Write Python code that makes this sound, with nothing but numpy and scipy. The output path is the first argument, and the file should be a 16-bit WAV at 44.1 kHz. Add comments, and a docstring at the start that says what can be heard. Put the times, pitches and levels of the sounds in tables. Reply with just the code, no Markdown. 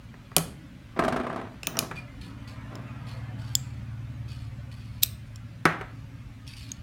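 """Carabiners on a wooden desk

An engine idles outside a small room. Inside, a steel carabiner is put down and the desk thuds.
Another is dragged, juddering as it sticks and slips on the wood. It clinks against its neighbours
and is picked up. Its sprung gate clicks open and snaps shut, it is dropped on the desk,
and fingers slide over the next one with a soft hiss."""
import sys
import numpy as np
from scipy import signal
from scipy.fft import rfft, irfft
from scipy.io import wavfile
from scipy.ndimage import uniform_filter1d

SR = 44100
rng = np.random.default_rng(int(sys.argv[2]) if len(sys.argv) > 2 else 0)


def int16_out(signal):
    """Quantize to a 16-bit WAV file."""
    q = np.round(np.clip(np.atleast_2d(signal).T, -1, 1) * 32767)
    wavfile.write(sys.argv[1], SR, q.astype(np.int16))


N = 300762
TIME = np.arange(N) / SR
AGE = TIME[:SR // 2]  # seconds since a hit


def from_db(db):
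    """Turn decibels into a gain."""
    return 10 ** (np.asarray(db) / 20)


def unit_power(x):
    """Scale a signal to an average power of 1."""
    return x / np.sqrt(np.mean(x ** 2) + 1e-20)


def at_hz(points, hz):
    """Read between the rows of a (frequency, value) table on a log-frequency scale."""
    known_hz, values = np.transpose(points)
    return np.interp(np.log(hz + 1e-9), np.log(known_hz), values)


def noise(colour, size=N):
    """Noise shaped by a (frequency, level) table, fading away beyond the table's ends."""
    hz = np.arange(size // 2 + 1) * SR / size + 1e-3
    ends = 1 / np.sqrt((1 + (.8 * colour[0][0] / hz) ** 8) * (1 + (.8 * hz / colour[-1][0]) ** 8))
    white = rfft(rng.standard_normal(size))
    return unit_power(irfft(white * from_db(at_hz(colour, hz)) * ends, size))


def drift(rate_hz):
    """A random wobble of typical size 1 that heads for a new value rate_hz times a second."""
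    return unit_power(np.interp(TIME * rate_hz, np.arange(20000), rng.standard_normal(20000)))


def shimmer(x, depth_db, patch_s, size=2048):
    """Let narrow frequency bands swell and sink, each on its own."""
    spectrum = signal.stft(x, nperseg=size)[2]
    memory = np.exp(-size / 2 / SR / patch_s)
    swell = unit_power(signal.lfilter([1], [1, -memory], rng.standard_normal(spectrum.shape)))
    return unit_power(signal.istft(spectrum * from_db(depth_db * swell), nperseg=size)[1][:N])


def fade(t60):
    """Die away by 60 dB in t60 seconds, the 'fade time' in the tables."""
    return np.exp(-np.log(1000) * AGE / t60)


def shelf(x, corner_hz, treble_db):
    """Turn the treble above the corner up or down."""
    lows = signal.sosfilt(signal.butter(1, corner_hz, fs=SR, output="sos"), x)
    return lows + from_db(treble_db) * (x - lows)


def add(track, s, sound):
    """Mix a sound into the track at s seconds."""
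    start = max(round(s * SR), 0)
    track[start:start + len(sound)] += sound[:N - start]


def at_level(sound, db):
    """Scale a sound so that its loudest three milliseconds have this level."""
    return sound * from_db(db) / np.sqrt(uniform_filter1d(sound ** 2, 132).max())


def struck(tones, colour, noise_db, noise_t60, rise_s):
    """One hit: an object rings at its own tones over a short burst of noisy vibration."""
    phases = rng.uniform(0, 2 * np.pi, len(tones))
    rings = sum(from_db(db) * fade(t60) * np.sin(2 * np.pi * hz * AGE + phase)
                for (hz, db, t60), phase in zip(tones, phases))
    burst = from_db(noise_db) * fade(noise_t60) * noise(colour, size=len(AGE))
    return (rings + burst) * (1 - np.exp(-AGE / rise_s))


# the room's rumble and the street's wash of noise: (frequency [Hz], relative level [dB])
RUMBLE_COLOUR = [(35, -5.5), (60, -1.5), (120, -1.5), (160, -7), (270, -9), (325, -20), (470, -30.5),
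                 (555, -22.5), (700, -30), (1400, -28.5), (2500, -28.5), (5000, -39), (9000, -46.5),
                 (16000, -52)]
STREET_COLOUR = [(450, -9), (600, -2.5), (850, -8), (1250, -4), (2500, -13), (4500, -31), (9000, -40)]
def background(rumble_db=-45.5, street_db=-50, closest_s=2.93, pass_width_s=.46):
    """The room rumbles steadily; street noise swells and recedes as something passes."""
    rumble = from_db(rumble_db) * shimmer(noise(RUMBLE_COLOUR), depth_db=5, patch_s=0.041)
    distance = np.hypot(1, (TIME - closest_s) / pass_width_s)
    street = from_db(street_db) / distance * shimmer(noise(STREET_COLOUR), depth_db=6.5, patch_s=0.057)
    return rumble + street


# the engine's tones: (multiple of the firing rate, relative level [dB])
ENGINE_TONES = [(3, -17), (4, -4.5), (6, 4), (7, 1), (9, -14.5), (11, -13.5), (12, -12), (13, -14.5),
                (15, -11)]
def engine(firing_hz=18.5, idle_db=-54.5, rise_db_per_s=0.57, swell_db=12.5, swell_width_s=1.58):
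    """Firing pulses throb through the wall, which passes only low tones; the throb swells once."""
    phase = 2 * np.pi * np.cumsum(firing_hz * (1 + .004 * drift(2))) / SR
    strongest = max(ENGINE_TONES, key=lambda tone: tone[1])[0]
    throb = 0
    for multiple, db in ENGINE_TONES:
        peak_s = 3.73 - 0.76 * np.log2(multiple / strongest)  # higher tones swell first
        lift_db = swell_db * np.exp(-((TIME - peak_s) / swell_width_s) ** 2)
        throb += from_db(db + lift_db + drift(5)) * np.cos(multiple * phase + .15 * drift(6))
    return from_db(idle_db + rise_db_per_s * TIME) * throb


# how long the room echoes: (frequency [Hz], fade time [s])
ROOM_FADES = [(200, 0.48), (1500, 0.316), (4000, 0.4), (8000, 0.33), (15000, 0.25)]
def room(x, build_up_s=0.0078):
    """Echoes from the walls blend into a short tail; the highest treble dies first."""
    edges_hz = np.geomspace(80, 18000, 9)
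    tail = 0
    for low, high in zip(edges_hz, edges_hz[1:]):
        band_pass = signal.butter(2, [low, high], "band", fs=SR, output="sos")
        band = signal.sosfilt(band_pass, rng.standard_normal(len(AGE)))
        tail += band * fade(at_hz(ROOM_FADES, np.sqrt(low * high)))
    tail *= np.clip(AGE / build_up_s, 0, 1) ** 2
    return signal.fftconvolve(x, tail / np.sqrt(np.sum(tail ** 2)))[:N]


def scatter(x, share):
    """The walls get the steel's sound from every side at once, which blurs its peaks."""
    return np.sqrt(1 - share) * x + np.sqrt(share) * x * np.sign(drift(2000))


# finger strokes: (start [s], length [s], level [dB])
STROKES = [(1.953, 0.11, -51), (2.212, 0.17, -53), (2.473, 0.14, -53), (3.065, 0.21, -52),
           (3.385, 0.63, -57), (4.28, 0.34, -54.5), (4.714, 0.08, -54), (4.763, 0.61, -61.5),
           (6.467, 0.27, -50.5), (6.566, 0.37, -53)]
# the hiss of skin on steel: (frequency [Hz], relative level [dB])
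SKIN_COLOUR = [(2400, -3), (3500, 0), (4500, -11), (5400, -11), (7000, -13), (9700, -13.5), (16000, -26.5)]
# the steel's tones, muffled by the hand: (frequency [Hz], width [Hz], relative level [dB])
HELD_TONES = [(2465, 130, -9), (4440, 650, -4.5), (5200, 120, -14)]
def fingers(grain_db=2.5, hiss_db=-2, grip_shift=0.023):
    """Skin slides over steel in short, grainy strokes; the steel's tones shift with the grip."""
    pressure = np.zeros(N)
    for s, length, db in STROKES:
        progress = np.linspace(0, 1, int(length * SR))
        stroke = progress ** 0.21 * (1 - progress) ** 2.2  # starts fast, trails off
        add(pressure, s, from_db(db) * stroke / stroke.max())
    friction = from_db(hiss_db) * shimmer(noise(SKIN_COLOUR), depth_db=6.5, patch_s=0.04)
    grip = 1 + grip_shift * drift(14)
    for hz, width_hz, db in HELD_TONES:
        tone = np.exp(2j * np.pi * np.cumsum(hz * grip) / SR)
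        blur = drift(width_hz) + 1j * drift(width_hz)  # spreads the tone into a band of noise
        friction += from_db(db) * np.real(blur * tone)
    return pressure * from_db(grain_db * drift(400)) * friction


# steel squeaks as it lifts off: (start [s], length [s], first pitch [Hz], last pitch [Hz], level [dB])
SQUEAKS = [(1.956, 0.054, 2460, 2360, -35.5)]
def squeaks(waver=0.013):
    """Sliding steel sings briefly, sagging in pitch."""
    out = np.zeros(N)
    for s, length, start_hz, end_hz, db in SQUEAKS:
        size = int(length * SR)
        hz = np.linspace(start_hz, end_hz, size) * (1 + waver * drift(240)[:size])
        add(out, s, from_db(db) * np.hanning(size) * np.sin(2 * np.pi * np.cumsum(hz) / SR))
    return out


# steel or a hand scrapes the desk: (start [s], length [s], relative level [dB])
SCRAPES = [(0.96, 0.026, -31.5), (0.999, 0.4, -30.5), (1.684, 0.14, -42), (1.746, 0.055, -38),
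           (2.711, 0.055, -42.5)]
def scrape_gain(attack_s=0.008, sag_db_per_s=4.5, release_db_per_s=141):
    """How loud the scraping is: each scrape sets in quickly, eases off and dies away."""
    gain = np.zeros(N)
    for start, length, db in SCRAPES:
        age = np.maximum(TIME - start, 0)
        drop_db = sag_db_per_s * age + release_db_per_s * np.maximum(age - length, 0)
        gain += np.minimum(age / attack_s, 1) * from_db(db - drop_db)
    return gain


# the steel slips forward: (time [s], relative level [dB], rasp compared with the jolt [dB])
SLIPS = [(0.991, -8.5, -19.5), (1.037, -15.5, -18), (1.047, -16, -15.5), (1.08, -10.5, -18),
         (1.124, -15, -20), (1.162, -12, -21.5), (1.199, -17, -30), (1.233, -29, -26), (1.267, -18, -26),
         (1.298, -18.5, -40), (1.329, -25, -30), (1.36, -18.5, -24.5), (1.414, -31, -38),
         (1.7707, -19.5, -23.5), (1.826, -25, -10)]
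# tones that dragging stirs in the desk: (frequency [Hz], relative level [dB], fade time [s])
DRAG_TONES = [(244, 4.5, 0.17), (388, -5, 0.095), (663, 8.5, 0.087), (1043, 4.5, 0.12), (1188, 11.5, 0.038),
              (1299, 9, 0.046), (1600, 5.5, 0.06)]
# friction noise of the wood and rasp of the steel: (frequency [Hz], relative level [dB])
DRAG_COLOUR = [(150, -6.5), (240, 1), (310, -5), (385, 0), (470, -9.5), (560, -10), (665, -2), (810, -8.5),
               (1200, -10), (2000, -18.5), (3300, -29.5), (7200, -48.5), (16000, -64.5)]
RASP_COLOUR = [(3000, 1.5), (7300, -9.5), (9000, -8.5), (10500, -13), (15000, -21)]
def drag(slip_db=-8.5, scrape_db=-2, grain_db=3, stick_db=-7, stick_s=0.0064, ping_hz=8900, ping_db=-45):
    """Scraping stalls as the steel sticks; each slip then jolts the desk, rasps and pings the steel."""
    out, stuck = np.zeros(N), np.zeros(N)
    rasp_shape = fade(.045) * (1 - fade(.012))
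    ping_shape = fade(.013) * (1 - fade(.01))
    for s, db, rasp_db in SLIPS:
        jolt = struck(DRAG_TONES, DRAG_COLOUR, noise_db=16, noise_t60=0.067, rise_s=0.00064)
        add(out, s, at_level(jolt, db + slip_db))
        rasp = rasp_shape * noise(RASP_COLOUR, size=len(AGE))
        add(out, s, at_level(rasp, db + slip_db + rasp_db))
        hz = ping_hz * (1 + 0.011 * rng.standard_normal())
        add(out, s, from_db(ping_db) * ping_shape * np.sin(2 * np.pi * hz * AGE))
        stuck += np.maximum(1 - np.abs((TIME - s) / stick_s + 1), 0)  # peaks just before the slip
    judder = from_db(scrape_db + stick_db * stuck + grain_db * drift(200))
    return out + scrape_gain() * judder * noise(DRAG_COLOUR)


# blows on the desk: (time [s], relative level [dB], treble [dB])
KNOCKS = [(0.141, -39.5, -10), (0.316, -38.5, -6), (0.366, -17.5, -38.5), (0.382, -28.5, -15),
          (1.632, -38, -2.5), (1.673, -29, -20), (1.79, -28, -25), (1.9128, -26.5, -8.5), (5.654, -6.5, -3),
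          (5.811, -26.5, -10)]
# the desk's tones: (frequency [Hz], relative level [dB], fade time [s])
DESK_TONES = [(275, -1.5, 0.09), (395, 4.5, 0.084), (570, -3.5, 0.17), (652.5, -1.5, 0.12),
              (740, -0.5, 0.12), (915, -5.5, 0.11), (1135, 0, .12), (1288, -0.5, 0.13), (1400, 16, 0.018),
              (1667, 0, .11), (1936, -3.5, 0.15)]
# its short thud and lingering rattle: (frequency [Hz], relative level [dB])
THUD_COLOUR = [(130, -7), (300, -12), (500, -11), (700, -4), (950, -9), (1350, -2.5), (2050, -10.5),
               (2700, -18), (4500, -30), (9000, -37), (16000, -46)]
RATTLE_COLOUR = [(130, -8), (480, -14), (700, -5.5), (950, -6.5), (1350, -3), (2150, -7.5), (2900, -19.5),
                 (9000, -52)]
def knocks(level_db=-3, corner_hz=300, rattle_db=-1, boom_hz=162, boom_db=-17, boom_per_dullness=0.33):
    """The desk thuds and rattles under the steel; heavier, duller landings make the board boom more."""
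    out = np.zeros(N)
    boom = fade(0.35) * np.sin(2 * np.pi * boom_hz * AGE) * (1 - fade(0.01002))
    bass_cut = signal.butter(2, 140, "high", fs=SR, output="sos")
    for s, db, treble_db in KNOCKS:
        thud = struck(DESK_TONES, THUD_COLOUR, noise_db=18, noise_t60=.038, rise_s=.0004)
        rattle = from_db(rattle_db) * fade(0.46) * noise(RATTLE_COLOUR, size=len(AGE))
        knock = signal.sosfilt(bass_cut, thud + rattle)
        for _ in range(2):  # two half steps give a steeper slope
            knock = shelf(knock, corner_hz, treble_db / 2)
        board = from_db(db + boom_db - boom_per_dullness * treble_db) * boom
        add(out, s, at_level(knock, db + level_db) + board)
    return out


# steel hits steel: (time [s], relative level [dB], treble [dB],
# first ring [Hz], its relative level [dB], second ring [Hz], its relative level [dB])
CLINKS = [(0.365, -1, 0.5, 9000, -2, 11100, -2), (0.382, -13.5, 1.5, 8660, -8, 6200, -6.5),
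          (1.632, -24, -20, 2620, 4.5, 5240, 0.5), (1.6703, -11.5, -5.5, 2680, -2.5, 15400, 5),
          (1.77, -22, -15.5, 5760, 11, 2810, -2), (1.79, -7, -6, 9800, -4.5, 5170, -10),
          (2.7545, -34.5, -14, 5220, 4, 7100, 0), (5.359, -34.5, -3, 5500, 7.5, 7370, 5),
          (5.654, -16.5, -10, 9000, -2.5, 6400, -21), (6.477, -33, -9, 5450, 9, 3380, 6),
          (6.7176, -20.5, -14, 6600, 14.5, 12100, -3.5)]
# the frame's tones, muffled by hand or desk: (frequency [Hz], relative level [dB], fade time [s])
FRAME_TONES = [(2415, -9.5, 0.039), (3010, 0.5, 0.01342), (4260, -7, .01), (6105, -13, 0.0064),
               (8850, 1, 0.011), (11500, -4, 0.0097), (14990, -16.5, 0.0069)]
# the crack of steel on steel, also heard in the gate: (frequency [Hz], relative level [dB])
CRACK_COLOUR = [(250, -12.5), (1200, -19.5), (2200, -12.5), (3500, 1.5), (6000, 2.5), (9000, -1.5),
                (16000, -4.5)]
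def clinks(level_db=-6, ring_db=6.5, ring_t60=0.015, detune=0.022):
    """Each pair of frames rings its own way; where they touch sets the brightness and two rings."""
    out = np.zeros(N)
    for s, db, treble_db, first_hz, first_db, second_hz, second_db in CLINKS:
        tuning = 1 + detune * rng.uniform(-1.1, 1)
        tones = [(hz * tuning, tone_db, t60) for hz, tone_db, t60 in FRAME_TONES]
        tones += [(first_hz, ring_db + first_db, ring_t60), (second_hz, ring_db + second_db, ring_t60)]
        clink = struck(tones, CRACK_COLOUR, noise_db=8, noise_t60=0.012, rise_s=0.0001)
        add(out, s, at_level(shelf(clink, 7400, treble_db), db + level_db))
    return out


# the gate's tones as it opens and as it shuts: (frequency [Hz], relative level [dB], fade time [s])
OPENING_TONES = [(3440, -7.5, 0.011), (4880, -3.5, 0.0078), (5480, 1, 0.0045), (6990, -5.5, 0.014),
                 (7440, -7, 0.017), (7430, -48, .3), (11500, -6, 0.0055), (12800, -5, 0.0052),
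                 (15500, -7, 0.005)]
SHUTTING_TONES = [(2600, -15, 0.018), (3764, 0.5, 0.0086), (4870, -3, 0.008), (5930, -4, 0.0095),
                  (7950, -5.5, 0.012), (8530, -2, 0.011), (10960, -14, 0.012), (12450, 3.5, 0.02),
                  (15200, 4.5, 0.01)]
def gate(open_s=3.5521, open_db=-11.5, shut_s=5.0324, shut_db=-8, graze_gap_s=.0036, bounce_gap_s=.014):
    """The sprung gate clicks out of its notch; later it grazes the frame, slams home and bounces."""
    out = np.zeros(N)
    click = struck(OPENING_TONES, CRACK_COLOUR, noise_db=-10, noise_t60=0.0075, rise_s=0.00114)
    add(out, open_s, at_level(click, open_db))
    # each contact: (delay [s], level compared with the slam [dB], treble [dB])
    grazes = [(-k * graze_gap_s, -15 - (k - 1) * 9.5, -17) for k in (1, 2, 3)]
    slam = [(0.00013, 0, 0)]
    bounces = [(k * bounce_gap_s, -25.5 - (k - 1) * 2.5, 0) for k in (1, 2)]
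    for delay, db, treble_db in grazes + slam + bounces:
        snap = struck(SHUTTING_TONES, CRACK_COLOUR, noise_db=3, noise_t60=0.018, rise_s=0.000218)
        add(out, shut_s + delay, at_level(shelf(snap, 3500, treble_db), db + shut_db))
    return out


# the steel's echo, weakest when it is held nearest the microphone: (time [s], relative level [dB])
STEEL_ECHO = [(.4, -15.5), (1.65, -8), (1.85, -18.5), (3.55, -21.5), (5.03, -20.5), (5.65, -17.5),
              (6.7, -21)]
def scene(desk_echo_db=-13):
    """Mix the handling and its echoes with the engine and the background noise."""
    desk = knocks() + drag() + squeaks()
    steel, spring, skin = clinks(), gate(), fingers()
    to_walls = scatter(steel, share=0.33) + scatter(spring, share=0.45) + skin
    steel_echo_db = np.interp(TIME, *np.transpose(STEEL_ECHO))
    echoes = room(from_db(desk_echo_db) * desk + from_db(steel_echo_db) * to_walls)
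    return (desk + steel + spring + skin + echoes + engine() + background())[None]


def record(dry, lowest_hz=32, highest_hz=16100):
    """Remove the deepest bass, round off the loudest peaks and cut the highest treble."""
    thinned = signal.sosfilt(signal.butter(8, lowest_hz, "high", fs=SR, output="sos"), dry)
    rounded = 1.2 * np.tanh(thinned / 1.2)
    return signal.sosfilt(signal.ellip(10, .2, 80, highest_hz, fs=SR, output="sos"), rounded)


dry = scene()
out = record(dry)
int16_out(out)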